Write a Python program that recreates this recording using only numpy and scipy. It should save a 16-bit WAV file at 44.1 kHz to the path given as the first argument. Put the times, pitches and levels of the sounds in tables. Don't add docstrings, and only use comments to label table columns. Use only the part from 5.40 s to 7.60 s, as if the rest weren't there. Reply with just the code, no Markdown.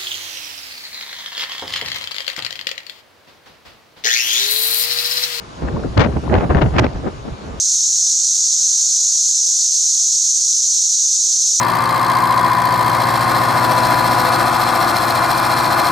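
import sys
import numpy as np
from scipy import signal
from scipy.fft import rfft, irfft, next_fast_len
from scipy.io import wavfile
from scipy.ndimage import uniform_filter1d, minimum_filter1d, map_coordinates

SR = 44100
rng = np.random.default_rng(int(sys.argv[2]) if len(sys.argv) > 2 else 0)


def digitize_waveform(pressure):
    field = np.atleast_2d(pressure).T
    bounded = np.clip(field, -1, 1)
    quanta = np.round(bounded * 32767).astype(np.int16)
    wavfile.write(sys.argv[1], SR, quanta)


N = 97020

# pitch_hz, relative_db
ROAR_TONE = [(25, -33), (45, 3), (150, -5), (600, -4), (1100, -1), (2000, -13.5), (4000, -14),
             (6000, -19.5), (8300, -23.5), (10200, -33.5), (12200, -45)]
# pitch_hz, share (0 to 1)
ROAR_SHARED = [(100, 0.59), (500, 0.25), (1500, 0.65), (4000, 0.14), (8500, 0.92), (10500, 0.76)]
# pitch_hz, lead_radians
ROAR_LEFT_LEAD = [(0, 0), (340, -.2), (1290, 4.1), (1890, 4.4), (2330, 6.7), (5340, 7.2), (7150, 5.4),
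                  (8010, 3.1), (8870, 2.7), (10200, .2)]
# pitch_hz, left_over_right_db
ROAR_BALANCE = [(600, 3.5), (2000, -2), (3600, 4), (6500, 4.5), (9000, -0.5)]
# time_s, boost_db
HISS_SWELL = [(0, -1), (.55, 2), (.8, 5.5), (1.3, 6.5), (1.5, -2), (2.2, 1)]
# pitch_hz, relative_db
THUMP_TONE = [(8.8, -50), (15, -31), (64, 5.5), (170, -7.5), (220, -31.5), (370, -120)]
# peak_s, level_db, pitch_hz
HARD_PUSHES = [(.5903, -.3, 100), (.952, -9, 75), (1.151, -8, 160), (1.244, -7, 110), (1.408, -7, 100)]
# peak_s, left_level_db, pitch_hz
AIR_SNAPS = [(.287, -17, 1600), (.37, -15, 1000), (.438, -20, 1400), (.771, -17, 950), (.8795, -15, 970),
             (.9357, -9, 800), (1.1487, -8, 1700), (1.467, -15, 2200)]
# time_s, thump_db, eddy_db, left_speed_m_per_s, right_speed_m_per_s
GUSTS = [(0, -43, -63.5, 2.7, 7.6), (0.16, -42.5, -62, 3.7, 5), (0.2, -39, -52, 4.6, 4.3),
         (0.241, -18.5, -43, 3.8, 3.3), (0.27, -22.5, -49, 5.6, 4.2), (0.31, -31, -42.5, 2.5, 2.5),
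         (0.34, -19, -46.5, 4, 3.2), (0.374, -24, -36, 3, 2.8), (0.412, -33, -50, 4.1, 3.2),
         (0.457, -25.5, -35, 2.9, 1.5), (0.5, -24, -53, 2.5, 4.5), (0.557, -33, -47.5, 5.4, 3.3),
         (0.573, -13, -29.5, 5, 2.4), (0.587, -11, -31, 15, 7), (0.6, -2, -27, 14.4, 5.2),
         (0.621, -23, -33, 9.6, 3.5), (0.653, -19.5, -39, 8.2, 4), (0.66, -24, -37, 5.3, 3.2),
         (0.691, -18.5, -38.5, 3, 2.2), (0.742, -25, -45, 4.8, 2.1), (0.774, -19, -40, 2.8, 4.04),
         (0.812, -32, -50, 1, 0.88), (0.84, -30, -41, 2.8, 2.8), (0.877, -23, -45.5, 5.4, 1.6),
         (0.921, -15, -36.5, 3.1, 5.7), (0.951, -17.5, -28, 5.7, 3.8), (0.98, -13, -40.5, 4.8, 7.2),
         (1.002, -22, -44, 5.3, 6.8), (1.034, -37, -35, 4.4, 3.4), (1.062, -15.5, -43.5, 3.7, 3.6),
         (1.089, -39, -42.5, 2.6, 3), (1.107, -12.5, -33.5, 8.1, 5.5), (1.136, -21, -39.5, 4.6, 2.5),
         (1.151, -10, -35, 4.4, 4.7), (1.18, -12.5, -34.5, 6.1, 4.1), (1.209, -33, -41.5, 4.3, 3.9),
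         (1.218, -10, -29.5, 10.7, 5.8), (1.247, -13.5, -42.5, 3.8, 4.4), (1.266, -12.5, -38, 4.76, 2.6),
         (1.3, -22.5, -52.5, 4.6, 4.3), (1.358, -20, -42, 5.9, 6.5), (1.382, -16, -35, 7.7, 7.7),
         (1.396, -17, -37, 20, 16.5), (1.403, -7, -35.5, 3.4, 2.7), (1.424, -16, -38, 6.5, 3.5),
         (1.443, -23, -38, 7.6, 7.6), (1.466, -20, -42, 3.95, 3.5), (1.491, -22, -52, 2.9, 6.4),
         (1.52, -37, -50.5, 3.6, 2.8), (1.562, -19, -46.5, 4.8, 5.1), (1.612, -30.5, -53.5, 2.1, 3.7),
         (1.682, -34, -36.5, 4.3, 3.5), (1.706, -34, -52.5, 4, 2), (1.83, -35, -58.5, 4.1, 5.2),
         (1.893, -42, -43.5, 2.44, 1.93), (1.929, -23, -58, 3.8, 3.6), (1.98, -50, -58.5, 4.2, 4.1),
         (2.061, -34.5, -52.5, 4.4, 4.5), (2.2, -33, -57, 6.1, 5.2)]
# peak_s, left_speed_factor, right_speed_factor, width_s
FLURRIES_AND_LULLS = [(.287, 1.3, 1.1, .004), (.564, .6, .6, .007), (.5775, 1.8, 1.8, .004),
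                      (.588, .45, .5, .01), (.769, 1.3, 1.5, .004), (.839, 1.6, 1.3, .004),
                      (.899, 1.6, 1.3, .003), (.9415, 2.8, 2.2, .0015), (.955, 1.5, 1.2, .002),
                      (.9865, 1.7, 1.3, .002), (1.0095, 1.6, 1.3, .002), (1.044, 1.5, 1.4, .003),
                      (1.149, 2.2, 1.4, .002), (1.262, 1.5, 1.1, .005), (1.386, 1.4, 1.5, .0025),
                      (1.445, 1.3, 1.2, .003), (1.467, 2.6, 1.8, .002), (1.885, 1.7, 1.6, .008)]
# pitch_hz, share (0 to 1)
EDDY_SHARED = [(100, 0.31), (400, 0.35), (1000, 0.67), (3000, 0.5), (9000, 0.27), (10500, 0.76)]
# pitch_hz, lead_radians
EDDY_LEFT_LEAD = [(0, 0), (520, .1), (1120, -2), (1890, 0), (3450, 1.4), (5340, .6), (8010, -3.1),
                  (10200, -6.3)]
# pitch_hz, gain_db
TREBLE_LOSS = [(6500, -1), (7600, -5), (8300, -12), (12000, -9.5)]


def amp(db):
    return 10 ** (np.asarray(db) / 20)


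def unit(x):
    return x / np.sqrt(np.mean(x ** 2) + 1e-20)


def along(points, hz):
    pitches, values = np.transpose(points)
    return np.interp(np.log(hz + 1), np.log(pitches + 1), values)


def wobble(per_s, t):
    return map_coordinates(rng.standard_normal(1000), [np.clip(t * per_s, 0, 998)])


def filtered(x, response):
    size = next_fast_len(N + SR // 4)
    return irfft(rfft(x, size) * response(np.fft.rfftfreq(size, 1 / SR)), size)[..., :N]


def stereo_noise(shares, left_lead):
    shared, own = rng.standard_normal(N), rng.standard_normal((2, N))
    share = lambda hz: np.clip(along(shares, hz), 0, 1)
    shift = lambda hz: np.exp(1j * np.outer([.5, -.5], along(left_lead, hz)))
    shared = filtered(shared, lambda hz: np.sqrt(share(hz)) * shift(hz))
    return shared + filtered(own, lambda hz: np.sqrt(1 - share(hz)))


def distant_roar(level_db=-38, patch_db=1.5, hiss_above_hz=8500):
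    hz, t, spectrum = signal.stft(stereo_noise(ROAR_SHARED, ROAR_LEFT_LEAD), SR, nperseg=512)
    patches = uniform_filter1d(rng.standard_normal(spectrum.shape[1:]), size=6, axis=0)
    patches = unit(uniform_filter1d(patches, size=10, axis=1))
    hiss_band = 1 / (1 + (hiss_above_hz / (hz + 1)) ** 8)
    hiss_db = np.outer(hiss_band, np.interp(t, *np.transpose(HISS_SWELL)))
    noise = signal.istft(spectrum * amp(patch_db * patches + hiss_db), nperseg=512)[1][:, :N]
    tone = lambda f: amp(along(ROAR_TONE, f) + np.outer([.5, -.5], along(ROAR_BALANCE, f)))
    return unit(filtered(noise, tone)) * amp(level_db)


def air_snaps(swings=1.5, right_db=-9):
    t = np.arange(N) / SR
    snaps = np.zeros(N)
    for peak_s, db, hz in AIR_SNAPS:
        cycles = (t - peak_s) * hz
        phase = rng.uniform(-1, 1)
        snaps += amp(db) * np.exp(-(cycles / swings) ** 2) * np.cos(2 * np.pi * cycles + phase)
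    return snaps * amp([[0], [right_db]])


def hard_pushes():
    t = np.arange(N) / SR
    return sum(amp(db) * np.exp(-((t - peak_s) * hz) ** 2) * np.cos(2 * np.pi * hz * (t - peak_s))
               for peak_s, db, hz in HARD_PUSHES)


def big_eddy_thumps(wobble_db=1):
    t = np.arange(N) / SR
    time_s, thump_db = np.transpose(GUSTS)[:2]
    noise = stereo_noise(shares=[(60, .88)], left_lead=[(60, .04)])
    bass = unit(filtered(noise, lambda hz: amp(along(THUMP_TONE, hz))))
    loudness = uniform_filter1d(np.abs(signal.hilbert(bass)).mean(0), size=400)
    bass = unit(bass / (loudness + .18) ** .8)
    return bass * amp(np.interp(t, time_s, thump_db) + wobble_db * wobble(29.8, t))


def small_eddy_rattle(flutter_depth=.15, flutter_per_s=300, wobble_db=2.2, low_cut_hz=157):
    frames = dict(fs=SR, nperseg=128, noverlap=112)
    hz, t, spectrum = signal.stft(stereo_noise(EDDY_SHARED, EDDY_LEFT_LEAD), **frames)
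    time_s, _, eddy_db, left, right = np.transpose(GUSTS)
    speed = np.array([np.interp(t, time_s, side) for side in (left, right)])
    flurry = np.ones_like(speed)
    for peak_s, left_factor, right_factor, width_s in FLURRIES_AND_LULLS:
        bump = np.exp(-2 * ((t - peak_s) / width_s) ** 2)
        flurry *= 1 + np.outer([left_factor - 1, right_factor - 1], bump)
    shared_flutter = wobble(flutter_per_s, t)
    flutter = np.array([shared_flutter + wobble(flutter_per_s, t) for _ in range(2)]) / np.sqrt(2)
    speed *= flurry * np.exp(flutter_depth * flutter / flurry.clip(1) ** 2)
    level_db = np.interp(t, time_s, eddy_db) + wobble_db * np.array([wobble(90, t) for _ in range(2)])
    level_db += 5.5 * np.log2(flurry)
    reach_hz = 109.4 * speed[:, None]
    fall_db = 10 * (hz[:, None] / reach_hz) ** .8
    rattle = signal.istft(spectrum * amp(level_db[:, None] - fall_db), **frames)[1][:, :N]
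    tone = lambda f: amp(along(TREBLE_LOSS, f)) / np.sqrt(1 + (low_cut_hz / (f + 1)) ** 6)
    return np.sqrt(SR / 2) * filtered(rattle, tone)


def scene():
    pushes = hard_pushes()
    thump_gain = np.clip(1 - 2 * np.abs(signal.hilbert(pushes)), 0, 1)
    return small_eddy_rattle() + thump_gain * big_eddy_thumps() + pushes + distant_roar() + air_snaps()


def record(dry, ceiling=.98, hold_s=.003, top_hz=12220):
    hold = int(hold_s * SR)
    needed_gain = np.minimum(1, ceiling / (np.abs(dry).max(0) + 1e-9))
    gain = uniform_filter1d(minimum_filter1d(needed_gain, size=2 * hold), size=hold)
    return filtered(dry * gain, lambda hz: hz < top_hz)


dry = scene()
out = record(dry)
digitize_waveform(out)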